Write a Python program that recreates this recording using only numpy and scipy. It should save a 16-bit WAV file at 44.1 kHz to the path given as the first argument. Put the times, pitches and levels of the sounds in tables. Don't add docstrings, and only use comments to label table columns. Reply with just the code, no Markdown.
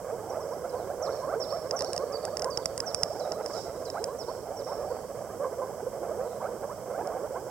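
import sys
import numpy as np
from scipy import signal
from scipy.fft import rfft, irfft
from scipy.io import wavfile
from scipy.ndimage import uniform_filter1d

SR = 44100
rng = np.random.default_rng(int(sys.argv[2]) if len(sys.argv) > 2 else 0)


def master(y):
    cut = np.clip(np.atleast_2d(y).T, -1, 1)
    pcm = np.round(cut * 32767)
    wavfile.write(sys.argv[1], SR, pcm.astype(np.int16))


N = 330746


def undb(db):
    return 10 ** (np.asarray(db) / 20)


def level(x, rms_db):
    return x * undb(rms_db) / np.sqrt(np.mean(x ** 2))


def curve(rows):
    return np.interp(np.arange(N) / SR, *np.transpose(rows))


def colour(x, spectrum):
    freq_hz, gain_db = np.transpose(spectrum)
    size = 2 ** 20
    bins_hz = np.maximum(np.fft.rfftfreq(size, 1 / SR), 1)
    bins_hz = np.maximum(np.fft.rfftfreq(size // 2, 1 / SR), 1)
    gain = undb(np.interp(np.log(bins_hz), np.log(freq_hz), gain_db))
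    return irfft(rfft(x, size // 2) * gain)[..., :N]


def pan(right_db):
    return undb(np.array([[-right_db], [right_db]]) / 2)


def ports(x):
    return np.array([x, np.roll(x, 2)])


def add(track, start_s, sound):
    i = int(start_s * SR)
    a, b = max(i, 0), min(i + len(sound), N)
    if b > a:
        track[a:b] += sound[a - i:b - i]


def wobble(t, rate_hz):
    return np.interp(t * rate_hz, np.arange(64), rng.standard_normal(64))


def echo(x, t60_s, rise_s):
    t = np.arange(SR) / SR
    decay = np.exp(-np.log(1000) * t / t60_s)
    tail = rng.standard_normal(len(t)) * decay * (1 - np.exp(-t / rise_s))
    return signal.fftconvolve(x, tail / np.linalg.norm(tail))[:N]


def wide_echo(x, t60_s, rise_s):
    return np.array([echo(x, t60_s, rise_s) for _ in range(2)])


# freq_hz, density_db [dB per Hz]
RUMBLE_SPECTRUM = [(20, -29), (45, -2.5), (90, 3.5), (180, 2), (210, -3.5), (250, 0), (500, -8),
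                   (1000, -4.5), (2000, -32.5), (4000, -31), (9000, -30)]
# freq_hz, density_db [dB per Hz]
HISS_SPECTRUM = [(500, -55), (2100, -8), (2640, -19.5), (3190, -7.5), (3950, -49), (4500, -11), (4850, -8),
                 (5300, -2), (6200, -4.5), (6900, -6.5), (7980, -1), (9040, -9), (11500, -10), (16000, -12)]
# time_s, level_db
HUM_LEVEL = [(0, -62), (5.6, -58.5), (6.4, -53.5), (7.0, -53.5), (7.5, -84)]


def background(rumble_db=-49, apart_db=-6, hiss_db=-54):
    air = rng.standard_normal(N) + undb(apart_db) * rng.standard_normal((2, N))
    rumble = level(colour(air, RUMBLE_SPECTRUM), rumble_db)
    hum_hz = 210 * (1 + 0.0136 * wobble(np.arange(N) / SR, 5))
    hum = undb(curve(HUM_LEVEL)) * np.sin(2 * np.pi * np.cumsum(hum_hz) / SR)
    hiss = level(colour(rng.standard_normal((2, N)), HISS_SPECTRUM), hiss_db)
    return (rumble + hum) * pan(right_db=6.0) + hiss * pan(right_db=5.5)


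# start_s, level_db, treble_db [extra on modes above 6 kHz]
BODY_TICKS = [(1.7099, -24.5, -11), (1.791, -32, 3), (1.8073, -28, -9), (1.8212, -31, 3.5),
              (1.8459, -33.5, -1), (1.932, -28.5, 4.5), (1.9637, -32.5, 5), (1.9777, -26.5, -4),
              (2.2518, -31, 6), (2.3699, -26.5, -3), (2.395, -32, 2), (2.4204, -28, -4),
              (2.4445, -29.5, 4.5), (2.5737, -24, -4), (2.6574, -21.5, 4), (2.778, -30.5, 8),
              (2.803, -24.5, -1), (2.946, -23.5, 6), (3.033, -18, 0.5), (3.32, -29, -9), (3.461, -32, 0.5),
              (3.901, -35, -3), (4.0412, -28, 5.5), (7.0728, -43, 5)]
# freq_hz, t60_s, level_db
BODY_MODES = [(160, .035, -36), (1350, .005, -26), (2080, .006, -26.5), (3150, .005, -22.5),
              (5290, .0055, 0.5), (6400, .003, -10.5), (8200, .002, -5), (10000, .0015, -16)]
# freq_hz, gain_db
CASE_RESPONSE = [(1900, 14.5), (2600, 6.5), (4300, -4), (5100, 5.5), (7000, 11.5)]
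BOUNCE_S, BOUNCE_DB = 0.001006, -2


def camera_ticks(high_db=4.5, low_db=3, lag_s=0.00008, top_hz=11000):
    low, high = np.zeros(N), np.zeros(N)
    t = np.arange(int(.03 * SR)) / SR
    freq_hz, t60_s, mode_db = np.transpose(BODY_MODES)[:, :, None]
    deep = freq_hz < 4000
    envelope = np.exp(-np.log(1000) * t / t60_s) * (1 - np.exp(-t / .0001))
    for start_s, tick_db, treble_db in BODY_TICKS:
        bounce_s = BOUNCE_S * rng.uniform(.7, 1.5)
        for later_s, softer_db in [(0, 0), (bounce_s, BOUNCE_DB)]:
            scatter_db = 2 * rng.standard_normal(freq_hz.shape) * deep
            ring_db = tick_db + softer_db + mode_db + treble_db * (freq_hz > 6000) + scatter_db
            detune = 1 + .015 * rng.standard_normal(freq_hz.shape)
            modes = undb(ring_db) * envelope * np.sin(2 * np.pi * freq_hz * detune * t)
            add(low, start_s + lag_s + later_s, (modes * deep).sum(0))
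            add(high, start_s + lag_s + later_s, (modes * ~deep).sum(0))
    ticks = undb(low_db) * low * pan(right_db=4) + undb(high_db) * ports(high) * pan(right_db=5.5)
    soft = signal.butter(6, top_hz, fs=SR, output="sos")
    return colour(signal.sosfilt(soft, ticks), CASE_RESPONSE)


# time_s, level_db
BRUSH_LEVEL = [(2.95, -68), (3.1, -53.5), (3.42, -65), (3.52, -49.5), (3.58, -45.5), (3.63, -50.5),
               (3.72, -63), (3.9, -60)]
# freq_hz, density_db [dB per Hz]
BRUSH_SPECTRUM = [(1500, -23), (4200, -14.5), (5300, 10), (6000, -5.5), (7000, -6), (8200, -9),
                  (11000, -23), (15000, -31)]


def camera_brush():
    times_s, slide_db = np.transpose(BRUSH_LEVEL)
    slide = np.interp(np.arange(N) / SR, times_s, undb(slide_db), left=0, right=0)
    friction = level(colour(rng.standard_normal((2, N)), BRUSH_SPECTRUM), 0)
    return friction * slide * pan(right_db=12.5)


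TRAILING_NOTES = {"lift": (.094, -14), "drop": (.11, -10)}


def bird_notes(rows):
    for start_s, kind, level_db, *trailing in rows:
        yield start_s, kind, level_db
        for note in trailing:
            delay_s, softer_db = TRAILING_NOTES[note]
            yield start_s + delay_s, note, level_db + softer_db


CHIRP_SHAPES = { "high": [(0, 6750, -22), (.006, 5950, -7), (.013, 5530, 0), (.033, 5350, -1.5),
                (.045, 4250, -16), (.06, 3450, -24)], "lift": [(0, 3700, -14), (.011, 4500, 0),
                (.021, 4550, -1), (.03, 4450, -18)], "middle": [(0, 6500, -10), (.009, 5000, -2),
                (.018, 4680, -4), (.047, 4580, -2), (.058, 3950, -20), (.07, 3400, -24)],
                "drop": [(0, 4790, 0), (.01, 3980, -11), (.026, 3190, -12)], "low": [(0, 7070, -15),
                (.006, 5180, -0.5), (.016, 4050, -17), (.07, 3780, -23)], "slip": [(0, 6130, -4),
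                (.015, 5500, 0), (.035, 5000, -5)], "slide": [(0, 4700, 0), (.03, 4150, -3),
                (.085, 3400, -4)]}


def whistle(rows, waver=0.011, flutter_db=3.5):
    out = np.zeros(N)
    for start_s, kind, level_db in bird_notes(rows):
        times_s, contour_hz, shape_db = np.transpose(CHIRP_SHAPES[kind])
        t = np.arange(int(times_s[-1] * SR)) / SR
        glide_hz = uniform_filter1d(np.interp(t, times_s, contour_hz), size=300)
        pitch_hz = glide_hz * (1 + waver * wobble(t, 374))
        fade = np.clip(np.minimum(t, t[-1] - t) / 0.00017, 0, 1)
        gain = undb(level_db + np.interp(t, times_s, shape_db) + flutter_db * wobble(t, 157))
        add(out, start_s, fade * gain * np.sin(2 * np.pi * np.cumsum(pitch_hz) / SR))
    return out


# start_s, chirp, level_db, trailing_note [optional]
NEAR_BIRD_CALLS = [(.295, "slip", -53), (.402, "slip", -52), (.509, "slip", -52), (.69, "low", -49),
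                   (.765, "slide", -64), (1.021, "high", -37.5, "lift"), (1.395, "high", -34.5, "lift"),
                   (1.76, "high", -32.5, "lift"), (2.12, "middle", -42, "drop"),
                   (2.501, "middle", -41.5, "drop"), (2.858, "high", -36.5), (3.194, "low", -39.5),
                   (3.531, "low", -38.5), (3.85, "low", -39), (4.183, "high", -39.5, "lift"),
                   (4.561, "high", -42)]
# start_s, chirp, level_db
FAR_BIRD_CALLS = [(4.6, "high", -38), (4.83, "middle", -46), (6.2, "slide", -56), (6.63, "high", -49)]
BANK_T60_S, BANK_RISE_S = .95, .03
REFLECTION_S, REFLECTION_T60_S = .085, .35


def bird(direct_db=-1, bank_db=-8.0, far_db=-1, reeds_db=-11, return_db=-14):
    near = whistle(NEAR_BIRD_CALLS)
    far = undb(far_db) * whistle(FAR_BIRD_CALLS)
    reeds = wide_echo(near, .07, .002)
    delayed = np.roll(near, int(REFLECTION_S * SR))
    returned = wide_echo(delayed, REFLECTION_T60_S, BANK_RISE_S)
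    bank = wide_echo(near + far, BANK_T60_S, BANK_RISE_S)
    around = undb(reeds_db) * reeds + undb(return_db) * returned + undb(bank_db) * bank
    return undb(direct_db) * ports(near) * pan(right_db=11.5) + around * pan(right_db=17.0)


def whoop(length_s, start_hz, end_hz, first_db, second_db, fall_db, jitter, rough, pulsing):
    t = np.arange(int(length_s * SR)) / SR
    u = t / length_s
    climb = u + 0.24 * u * (1 - u)
    pitch_hz = (start_hz + (end_hz - start_hz) * climb) * (1 + jitter * wobble(t, 225.5))
    phase = 2 * np.pi * np.cumsum(pitch_hz) / SR + rng.uniform(0, 2 * np.pi)
    overtones = sum(undb(second_db - fall_db * k) * np.sin((k + 2) * phase) for k in range(3))
    pulse_hz = 135 * np.exp(0.19 * wobble(t, 60.5))
    pulse_phase = 2 * np.pi * (np.cumsum(pulse_hz) / SR + rng.uniform())
    pulses = (1 + pulsing * np.sin(pulse_phase)) * np.exp(rough * wobble(t, 276.5))
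    effort = np.sin(np.pi * u ** 0.49)
    brightness = np.sin(np.pi * u) ** .5
    return effort * pulses * (undb(first_db) * np.sin(phase) + brightness * overtones)


# time_s, level_db
CROWD_LEVEL = [(0.0, -39), (1.06, -35.5), (1.43, -36.5), (1.78, -36.5), (2.45, -37.0), (2.78, -39),
               (3.31, -35.5), (4.39, -40), (4.76, -35), (5.1, -40), (5.45, -37), (5.82, -39.5),
               (6.12, -35.5), (6.35, -39), (6.45, -37), (6.86, -41), (6.98, -34), (7.49, -39)]


def far_frogs(count=620, center_hz=535, second_db=-12.5, wet_db=-10):
    out = np.zeros(N)
    draws = np.clip(rng.standard_normal((count, 6)), -2, 2)
    for k, (when, size, climb, span, far, bright) in enumerate(draws):
        pitch_hz = center_hz * np.exp(.18 * size)
        rise = np.exp(0.2996 * (1 + 0.565 * climb) / 2)
        length_s = 0.0448 * np.exp(0.1764 * span)
        level_db = 0.8 * far
        overtone_db = level_db + second_db + 2.8 * bright
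        start_s = (k + when) / count * (N / SR + .06) - .06
        call = whoop(length_s, pitch_hz / rise, pitch_hz * rise, level_db, overtone_db,
                     fall_db=3, jitter=0.016, rough=0.27, pulsing=0.8)
        add(out, start_s, call)
    wet = undb(wet_db) * echo(out, t60_s=0.63, rise_s=0.039)
    return level(out + wet, 0) * undb(curve(CROWD_LEVEL))


# [second harmonic against the first, before bright_db]
NEAR_CALLS = [(0.12, 428, 2.8, 0.045, -32, -17), (0.298, 422, 6.8, 0.039, -35.5, -14),
              (0.363, 558, 5.2, 0.034, -33, -14), (0.377, 359, 12, 0.067, -40, -5),
              (0.512, 430, 5.7, 0.038, -36, -5), (0.635, 613, 3.9, 0.048, -42, -2),
              (0.722, 455, 3.7, 0.093, -38, -5.5), (0.893, 616, 7.4, 0.045, -40.5, -7),
              (1.012, 534, 6.7, 0.058, -33, -13), (1.052, 348, 8.2, 0.072, -38, -6),
              (1.067, 473, 9.2, 0.049, -36.0, -3.5), (1.215, 469, 3.4, 0.065, -47.5, 8),
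              (1.266, 428, 12.7, 0.074, -32.5, -7.5), (1.317, 513, 9, 0.053, -36, -2.5),
              (1.353, 408, 3.2, 0.046, -30, -20), (1.517, 450, 8.2, 0.082, -55, -2),
              (1.517, 472, 7.7, 0.047, -33.5, -5), (1.542, 625, 2.3, 0.03, -31.5, -11),
              (1.723, 512, 9, 0.05, -32, -8.5), (1.727, 496, 3.6, 0.064, -34.5, -9),
              (1.8, 518, 4.2, 0.07, -37.5, -11), (1.803, 421.6, 12.4, 0.072, -35.5, -10),
              (1.981, 499, 3, 0.075, -36, -7), (2.021, 556, 1.8, 0.032, -33, -9),
              (2.032, 425, 4.5, 0.022, -27.5, -27), (2.268, 628, 8.3, 0.032, -37.5, -6),
              (2.318, 491, 7, 0.049, -37, -11.5), (2.405, 526, 11, 0.07, -39, -9),
              (2.449, 489, 2.4, 0.032, -29, -9.5), (2.467, 444, 4.9, 0.05, -33, -3.5),
              (2.485, 426.6, 10, 0.082, -43, -9), (2.572, 358, 8, 0.054, -41, -1),
              (2.819, 507, 11.3, 0.054, -42.5, -2), (3.055, 489, 8.6, 0.047, -38, -11),
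              (3.2, 466, 9.3, 0.038, -33.5, -21), (3.233, 485, 9.9, 0.041, -37, -11),
              (3.338, 484.5, 8.7, 0.074, -38.5, -11), (3.519, 556, 5.6, 0.079, -38, -8),
              (3.775, 464, 5, 0.035, -39, -15), (3.94, 567, 9.2, 0.031, -36, -20),
              (3.947, 406.5, 14.3, 0.057, -41.5, 2), (3.966, 560, 8.2, 0.028, -34.0, -7),
              (3.995, 342, 9.4, 0.076, -34.5, -14), (4.067, 438, 5.8, 0.073, -37.5, -5.5),
              (4.278, 428, 5, 0.042, -34, -5.5), (4.669, 355.4, 10, 0.092, -48.5, 6),
              (4.709, 629, 4.8, 0.042, -35.5, -14), (4.778, 449, 2.6, 0.064, -37, -16),
              (4.825, 493, 5.1, 0.045, -35, -11.5), (4.902, 441, 6, 0.046, -34.5, -12),
              (5.395, 527.5, 3, 0.064, -31.5, -12), (5.435, 492, 3.4, 0.029, -32.5, -5),
              (5.439, 474, 3.2, 0.045, -33.5, -6), (5.46, 474, 3.1, 0.048, -34.5, -13),
              (5.584, 500, 4.1, 0.044, -31.5, -16), (5.605, 348, 9.2, 0.046, -48, 3),
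              (5.613, 495, 1.56, 0.046, -33, -4), (5.825, 402, 4.3, 0.027, -33, -26),
              (5.865, 481, 2.1, 0.028, -31.5, -16), (6.0, 318, 3.5, 0.066, -36.5, -21),
              (6.11, 562, 4.3, 0.023, -30, -17), (6.13, 326, 3, 0.1, -42, -25),
              (6.179, 461, 5.3, 0.098, -33, -18), (6.244, 449, 2.5, 0.057, -35.5, -10.5),
              (6.396, 379, 10.3, 0.053, -40, -1.5), (6.407, 549, 3.1, 0.062, -39.5, -7),
              (6.444, 523, 8.5, 0.043, -30.5, -10), (6.462, 349, 8.2, 0.07, -46.5, -3),
              (6.627, 510, 2.9, 0.047, -34, -13), (6.687, 409, 11.2, 0.059, -42, -0.5),
              (6.897, 471, 3.8, 0.036, -35.5, -13), (6.93, 587, 7, 0.058, -41.5, -3.5),
              (7.039, 419, 14.6, 0.096, -44, -7), (7.049, 447.6, 10.4, 0.079, -36.0, -20),
              (7.104, 508, 3.9, 0.056, -39.5, -7), (7.231, 532, 3.6, 0.038, -33.5, -15),
              (7.343, 624, 7, 0.042, -50, 2), (7.351, 428, 6, 0.04, -42.5, 3.5)]


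def near_frogs(bright_db=3.0):
    out = np.zeros(N)
    for start_s, start_hz, climb_semitones, length_s, level_db, second_db in NEAR_CALLS:
        end_hz = start_hz * 2 ** (climb_semitones / 12)
        call = whoop(length_s, start_hz, end_hz, level_db, level_db + second_db + bright_db,
                     fall_db=12, jitter=0.012, rough=0.12, pulsing=0.35)
        add(out, start_s, call)
    return out


# freq_hz, gain_db
FROG_TONE = [(150, -20.5), (310, -1.5), (400, 0), (480, 4.5), (1100, 2.5), (1650, -2.5), (1880, -12.5),
             (2050, -7), (2600, -14.5), (4000, -39)]


def chorus(near_db=-1, crowd_db=-3, reeds_db=-19):
    callers = undb(near_db) * near_frogs() + undb(crowd_db) * far_frogs()
    frogs = colour(callers, FROG_TONE)
    reeds = wide_echo(frogs, t60_s=0.37, rise_s=0.15)
    return (frogs + undb(reeds_db) * reeds) * pan(right_db=6.0)


def scene():
    return background() + camera_ticks() + camera_brush() + bird() + chorus()


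def record(dry):
    return signal.sosfilt(signal.ellip(10, .2, 70, 16250, fs=SR, output="sos"), dry)


dry = scene()
out = record(dry)
master(out)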